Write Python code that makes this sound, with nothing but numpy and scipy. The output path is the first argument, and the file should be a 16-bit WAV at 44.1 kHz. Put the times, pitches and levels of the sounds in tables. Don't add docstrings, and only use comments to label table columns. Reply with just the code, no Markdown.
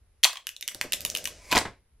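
import sys
import numpy as np
from scipy import signal
from scipy.fft import rfft, irfft
from scipy.io import wavfile

SR = 44100
rng = np.random.default_rng(int(sys.argv[2]) if len(sys.argv) > 2 else 0)


def wav_record(signal):
    frames = np.transpose(np.atleast_2d(signal))
    bounded = np.clip(frames, -1, 1)
    quanta = np.round(bounded * 32767).astype(np.int16)
    wavfile.write(sys.argv[1], SR, quanta)


N = 88200
T = np.arange(N) / SR

# start in seconds, ring pitch in Hz, ring decay in seconds,
# ring level in dB, crack level in dB.
SNAP_HITS = [(0.2316, 3190, 0.0038, -4.5, -9), (0.236, 3250, 0.0014, 9.5, -7.5),
             (0.2378, 5840, 0.0019, 6, -6), (.2442, 4217, 0.00048, 11.5, 1.5),
             (0.2441, 6180, 0.0012, 4.5, -5.5), (0.2466, 3350, 0.0026, 5, -4.5),
             (0.2507, 2890, 0.0007, 5, -21.5), (0.2493, 2130, 0.0017, -1, -5),
             (0.3315, 4850, 0.00034, -17, -23), (.3564, 3250, 0.002, -16.5, -42),
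             (0.3703, 3190, 0.0037, -11.5, -52), (0.4692, 2875, 0.0014, -7, -9),
             (.4910, 2690, 0.00067, -13, -14.5), (0.5647, 4070, 0.0007, -15.5, -27),
             (0.6104, 3650, 0.00093, -23.5, -14), (0.6259, 3650, 0.002, -9, -17.5),
             (0.678, 3330, 0.00032, -5.5, -4.5), (0.6859, 3130, 0.00051, -8.5, -17),
             (0.7142, 2260, 0.00071, -23.5, -30), (0.719, 2000, 0.0013, -24, -24),
             (0.7471, 2960, 0.00062, -18, -12), (0.813, 2700, 0.00027, 1.5, -6.5),
             (0.839, 2630, .0008, -45, -23), (0.9221, 2790, 0.0022, -3, -4.5),
             (0.9329, 3560, 0.00037, -3, -2.5), (0.9368, 3480, 0.00056, -1.5, -15),
             (1.007, 5200, 0.00041, -15.5, -12), (1.017, 4090, .0005, -36, -18.5),
             (1.0501, 2940, 0.0018, -5, -0.5), (1.0621, 3740, 0.0016, -11, -27),
             (1.1008, 6050, 0.0003, -7, -13), (1.1143, 3940, .0005, -26, -38),
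             (1.1503, 3130, 0.0015, -2.5, -6), (1.1629, 2870, 0.0023, -10, -11),
             (1.172, 4180, 0.00034, -18, -6), (1.1845, 2890, 0.00093, -17, -19.5),
             (1.242, 8640, 0.0008, -15, -15.5), (1.2551, 2946, 0.0021, -5.5, -5),
             (1.2741, 3150, 0.00023, -14, -10), (1.5139, 4340, 0.0007, -6.5, -19.5),
             (1.5186, 2410, 0.0012, -4.5, -5.5), (1.527, 2500, 0.00016, 3, -4.5),
             (1.5506, 2560, 0.00095, -5.5, -26), (1.5573, 5040, 0.0015, -0.5, -23),
             (1.5686, 1880, 0.00017, 5.5, -12.5), (1.5779, 3940, 0.0012, 4, -33),
             (1.5875, 4630, 0.0009, -1.5, -12.5)]
# frequency in Hz, level in dB.
CRACK_EQ = [(100, -41), (400, -23.5), (1200, -21), (2500, 0), (6500, 4), (9000, -0.5), (13000, 7),
            (16000, -15.5)]
# multiple of the ring pitch, level in dB.
GRIT_EQ = [(.06, -51), (.2, -23.5), (.4, -14.5), (.65, -1), (1, 1), (2, -6.5), (4, -29.5)]
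# start in seconds, level in dB, decay in seconds.
FLUTTER_HITS = [(.2445, -12, 0.0044), (.2515, 0.5, 0.0063), (.264, -10.5, 0.0088), (.276, -14, 0.0023),
                (.296, -13.5, 0.0056), (.331, -17, 0.0053), (.357, -18.5, 0.0088), (.373, -26, 0.0081),
                (.394, -34, 0.0068), (.8125, -19.5, .002), (1.051, -19, 0.0026), (1.151, -25, 0.0034),
                (1.163, -23.5, .003), (1.274, -20, .003)]
# frequency in Hz, level in dB.
FLUTTER_EQ = [(100, -49), (350, -38.5), (550, -11), (800, -5.5), (1100, 3.5), (1400, -8), (2000, -5),
              (3500, -26.5), (12000, -18.5)]
# start in seconds, level in dB, decay in seconds.
FLAP_HITS = [(1.5268, -0.5, .005), (1.5325, -2, .005), (1.5509, 2.5, .008), (1.5640, -1.5, 0.0074),
             (1.5695, 6, 0.0068), (1.5877, -23, 0.0025), (1.612, -8.5, 0.009), (1.6525, -7, .012),
             (1.674, -21.5, .012)]
# frequency in Hz, level in dB.
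FLAP_EQ = [(40, -17), (120, -5), (300, 3.5), (600, 3), (1050, 4.5), (2000, -2), (4000, -8), (7000, -20.5),
           (15000, -39)]
# pitch in Hz, level in dB, seconds to fall 60 dB.
BOX_RINGS = [(290, -22, 0.067), (553.6, -16, 0.27), (768, -15.5, 0.05), (978, -14.5, 0.072),
             (1078.6, -12, 0.14), (1680, -22.5, 0.087), (2112, -15, .07), (2530, -20.5, 0.052)]
# time in seconds, level in dB.
CRUMPLE_FADER = [(1.495, -62.5), (1.508, -38), (1.527, -27.5), (1.543, -37.5), (1.572, -20.5),
                 (1.596, -44.5), (1.607, -47), (1.66, -61.5), (1.74, -81.5)]
# frequency in Hz, level in dB.
CRUMPLE_EQ = [(60, -22), (120, 4), (500, -6), (1050, 9.5), (1400, -8), (2300, 2.5), (4000, 0), (7000, -4.5),
              (15000, -38)]
# time in seconds, level in dB.
PEEL_FADER = [(0, -93), (.44, -76), (.6, -74.5), (.76, -56), (.9, -57), (1.0, -52.5), (1.12, -46),
              (1.3, -49), (1.4, -57.5), (1.49, -55.5), (1.56, -41), (1.7, -82)]
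# frequency in Hz, level in dB.
PEEL_EQ = [(60, -19.5), (110, -3.5), (350, -8.5), (580, -0.5), (1000, -23.5), (1400, -14.5), (2200, -13.5),
           (3500, -15.5), (5500, -9.5), (12000, -27.5), (15000, -42.5)]
# time in seconds, level in dB.
SLIDE_FADER = [(1.36, -74), (1.43, -57), (1.49, -51), (1.51, -43.5), (1.55, -50), (1.6, -89)]
# frequency in Hz, level in dB.
SLIDE_EQ = [(300, -20), (590, -12.5), (720, -20.5), (1000, 2.5), (1400, -27.5), (2280, 1), (3140, -27),
            (4900, -12.5), (10000, -15), (15000, -27.5)]
# start in seconds, level in dB, decay in seconds.
BUMP_HITS = [(.246, -22.5, 0.005), (.625, -36, 0.014), (.751, -20, 0.009), (.812, -17.5, 0.0041),
             (.8425, -15.5, 0.018), (.8495, -14, 0.014), (.934, -18, 0.014), (1.051, -17.5, 0.011),
             (1.556, -6, 0.011), (1.654, -7, 0.024)]
# frequency in Hz, level in dB.
BUMP_EQ = [(30, 0.5), (70, -3), (115, 8.5), (200, -1), (350, 3.5), (700, -3), (1500, -11.5), (5000, -47)]
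# time in seconds, level in dB.
RUMBLE_FADER = [(0, -61), (.7, -84), (.86, -68), (1.0, -53), (1.25, -57.5), (1.52, -57), (1.57, -35.5),
                (1.62, -50), (1.66, -49), (1.74, -62.5), (1.88, -64.5), (2, -60.5)]
# frequency in Hz, level in dB.
RUMBLE_EQ = [(20, -3.5), (45, 9.5), (85, 5.5), (140, -15), (300, -18.5), (1000, -63.5)]
# frequency in Hz, seconds to fall 60 dB.
ROOM_DECAY = [(100, 0.21), (400, 0.35), (1000, 0.16), (3000, 0.29), (7000, 0.23), (15000, 0.093)]
# frequency in Hz, level in dB.
ROOM_EQ = [(100, 3), (400, -8.5), (1000, 4.5), (2200, 0), (4000, -6), (8000, 3), (15000, 6.5)]
# frequency in Hz, level in dB.
BED_EQ = [(20, -4.5), (45, -8), (80, -5), (130, -21), (180, -18), (280, -31), (420, -16), (650, -24.5),
          (2000, -26.5), (4200, -33), (8000, -42), (11000, -27), (12500, -53), (16000, -65.5)]
# frequency in Hz, side gain in dB.
SIDE_EQ = [(100, -15), (500, -15), (1400, -15), (2500, -14), (3700, -10), (5500, -4), (8000, -1),
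           (15000, -1)]
# frequency in Hz, lag in radians.
PORT_LAG = [(100, 0), (1200, .01), (2500, .07), (5200, .2), (7000, .45), (9000, .75), (11000, 1.55),
            (13000, 1.9), (16000, 2.2)]


def snaps(size=4096, grit_gain=0.89, crack_s=.00045, low_cut_hz=580):
    mid, side, t = np.zeros(N), np.zeros(N), T[:size]
    for start, hz, decay_s, ring_db, crack_db in SNAP_HITS:
        grit_eq = [(hz * multiple, db) for multiple, db in GRIT_EQ]
        grit = mirrored_burst(decay_s, grit_eq)
        crack = mirrored_burst(crack_s, CRACK_EQ)
        attack = 1 - np.exp(-t * hz)
        ring = unit(np.sin(2 * np.pi * hz * t) * np.exp(-t / decay_s) * attack)
        ring_gain, crack_gain = from_db(ring_db), from_db(crack_db)
        add(mid, start, ring_gain * unit(ring + grit_gain * grit) + crack_gain * crack)
        add(side, start, ring_gain * burst(decay_s, grit_eq) + crack_gain * burst(crack_s, CRACK_EQ))
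    return signal.sosfilt(signal.butter(2, low_cut_hz, "high", fs=SR, output="sos"), [mid, side])


def mirrored_burst(decay_s, eq, echo_s=.0008, echo_db=-4.5):
    direct = burst(decay_s, eq)
    bounce = np.roll(burst(decay_s, eq), int(echo_s * SR))
    return unit(direct + from_db(echo_db) * bounce)


def flutters():
    return contacts(FLUTTER_HITS, FLUTTER_EQ)


def flaps():
    hits = contacts(FLAP_HITS, FLAP_EQ)
    return hits + sum(box_ring(hits, hz, db, t60_s) for hz, db, t60_s in BOX_RINGS)


def crumple():
    return fader(CRUMPLE_FADER) * grains(CRUMPLE_EQ, per_s=2700, spread_db=5.0)


def peel():
    return fader(PEEL_FADER) * grains(PEEL_EQ, per_s=4000, spread_db=3.0)


def slide():
    return fader(SLIDE_FADER) * noise(SLIDE_EQ)


def bumps():
    hits = contacts(BUMP_HITS, BUMP_EQ)
    return hits + box_ring(hits, hz=111, db=-6.5, t60_s=0.17)


def box_ring(hits, hz, db, t60_s):
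    mode = np.sin(2 * np.pi * hz * T) * from_db(-60 * T / t60_s)
    ring = unit(signal.fftconvolve(hits, mode)[:N])
    return from_db(db) * ring * np.sqrt(np.sum(hits ** 2))


def rumble():
    return fader(RUMBLE_FADER) * noise(RUMBLE_EQ)


def wall_echo(x, delay_s=.0079, db=-16):
    hz = np.fft.rfftfreq(2 * N, 1 / SR)
    return from_db(db) * irfft(rfft(x, 2 * N) * np.exp(-2j * np.pi * hz * delay_s))[:N]


def room_tail(bands=10, build_s=.002):
    white, bin_hz = rfft(rng.standard_normal(N)), np.fft.rfftfreq(N, 1 / SR)
    centres = np.geomspace(40, 16000, bands)
    tail = np.zeros(N)
    for hz, share in zip(centres, np.eye(bands)):
        band = irfft(white * at_hz(list(zip(centres, share)), bin_hz), N)
        tail += band * from_db(at_hz(ROOM_EQ, hz) - 60 * T / at_hz(ROOM_DECAY, hz))
    return unit(tail * (1 - np.exp(-T / build_s)))


def noise_bed(mid_db=-72.5, side_boost_db=8):
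    return from_db(mid_db) * widen(noise(BED_EQ), from_db(side_boost_db) * noise(BED_EQ))


def ports(pair):
    lag = at_hz(PORT_LAG, np.fft.rfftfreq(2 * N, 1 / SR))
    return irfft(rfft(pair, 2 * N) * np.exp(.5j * np.array([-lag, lag])))[:, :N]


def widen(mid, side):
    side = colour(side, SIDE_EQ)
    return np.array([mid + side, mid - side])


def contacts(rows, eq):
    out = np.zeros(N)
    for start, db, decay_s in rows:
        add(out, start, from_db(db) * burst(decay_s, eq))
    return out


def burst(decay_s, eq, size=4096):
    return unit(colour(rng.standard_normal(size) * np.exp(-T[:size] / decay_s), eq))


def grains(eq, per_s, spread_db):
    sizes = from_db(spread_db * np.minimum(rng.exponential(1, N), 4))
    signs = rng.choice([-1, 1], N)
    fires = rng.random(N) < per_s / SR
    return unit(colour(sizes * signs * fires, eq)) * np.sqrt(N)


def noise(eq):
    return unit(colour(rng.standard_normal(N), eq)) * np.sqrt(N)


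def colour(x, eq, size=4096):
    gains = from_db(at_hz(eq, np.fft.rfftfreq(size, 1 / SR)))
    cepstrum = irfft(np.log(gains))
    cepstrum[1:size // 2] *= 2
    cepstrum[size // 2 + 1:] = 0
    return signal.fftconvolve(x, irfft(np.exp(rfft(cepstrum))))[:len(x)]


def fader(points):
    return from_db(np.interp(T, *np.transpose(points), left=-np.inf, right=-np.inf))


def at_hz(points, hz):
    freqs, values = np.transpose(points)
    return np.interp(np.log(np.maximum(hz, 1)), np.log(freqs), values)


def add(out, start_s, x):
    i = int(start_s * SR)
    out[i:i + len(x)] += x[:N - i]


def from_db(db):
    return 10 ** (np.asarray(db) / 20)


def unit(x):
    return x / np.sqrt(np.sum(x ** 2) + 1e-20)


def scene(snap_side_db=-5.5, room_db=-7):
    snap, snap_side = snaps()
    near = snap + peel() + crumple() + slide() + flutters() + flaps() + bumps()
    direct = widen(near + wall_echo(near), from_db(snap_side_db) * snap_side)
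    tail = widen(room_tail(), room_tail())
    reverb = signal.fftconvolve(near[None], tail, axes=1)[:, :N]
    return ports(direct + from_db(room_db) * reverb) + noise_bed() + rumble()


def record(dry):
    ceiling, stopband_hz = 1.5, 16900
    rounded = ceiling * np.tanh(dry / ceiling)
    return signal.sosfilt(signal.cheby2(14, 60, stopband_hz, fs=SR, output="sos"), rounded)


dry = scene()
out = record(dry)
wav_record(out)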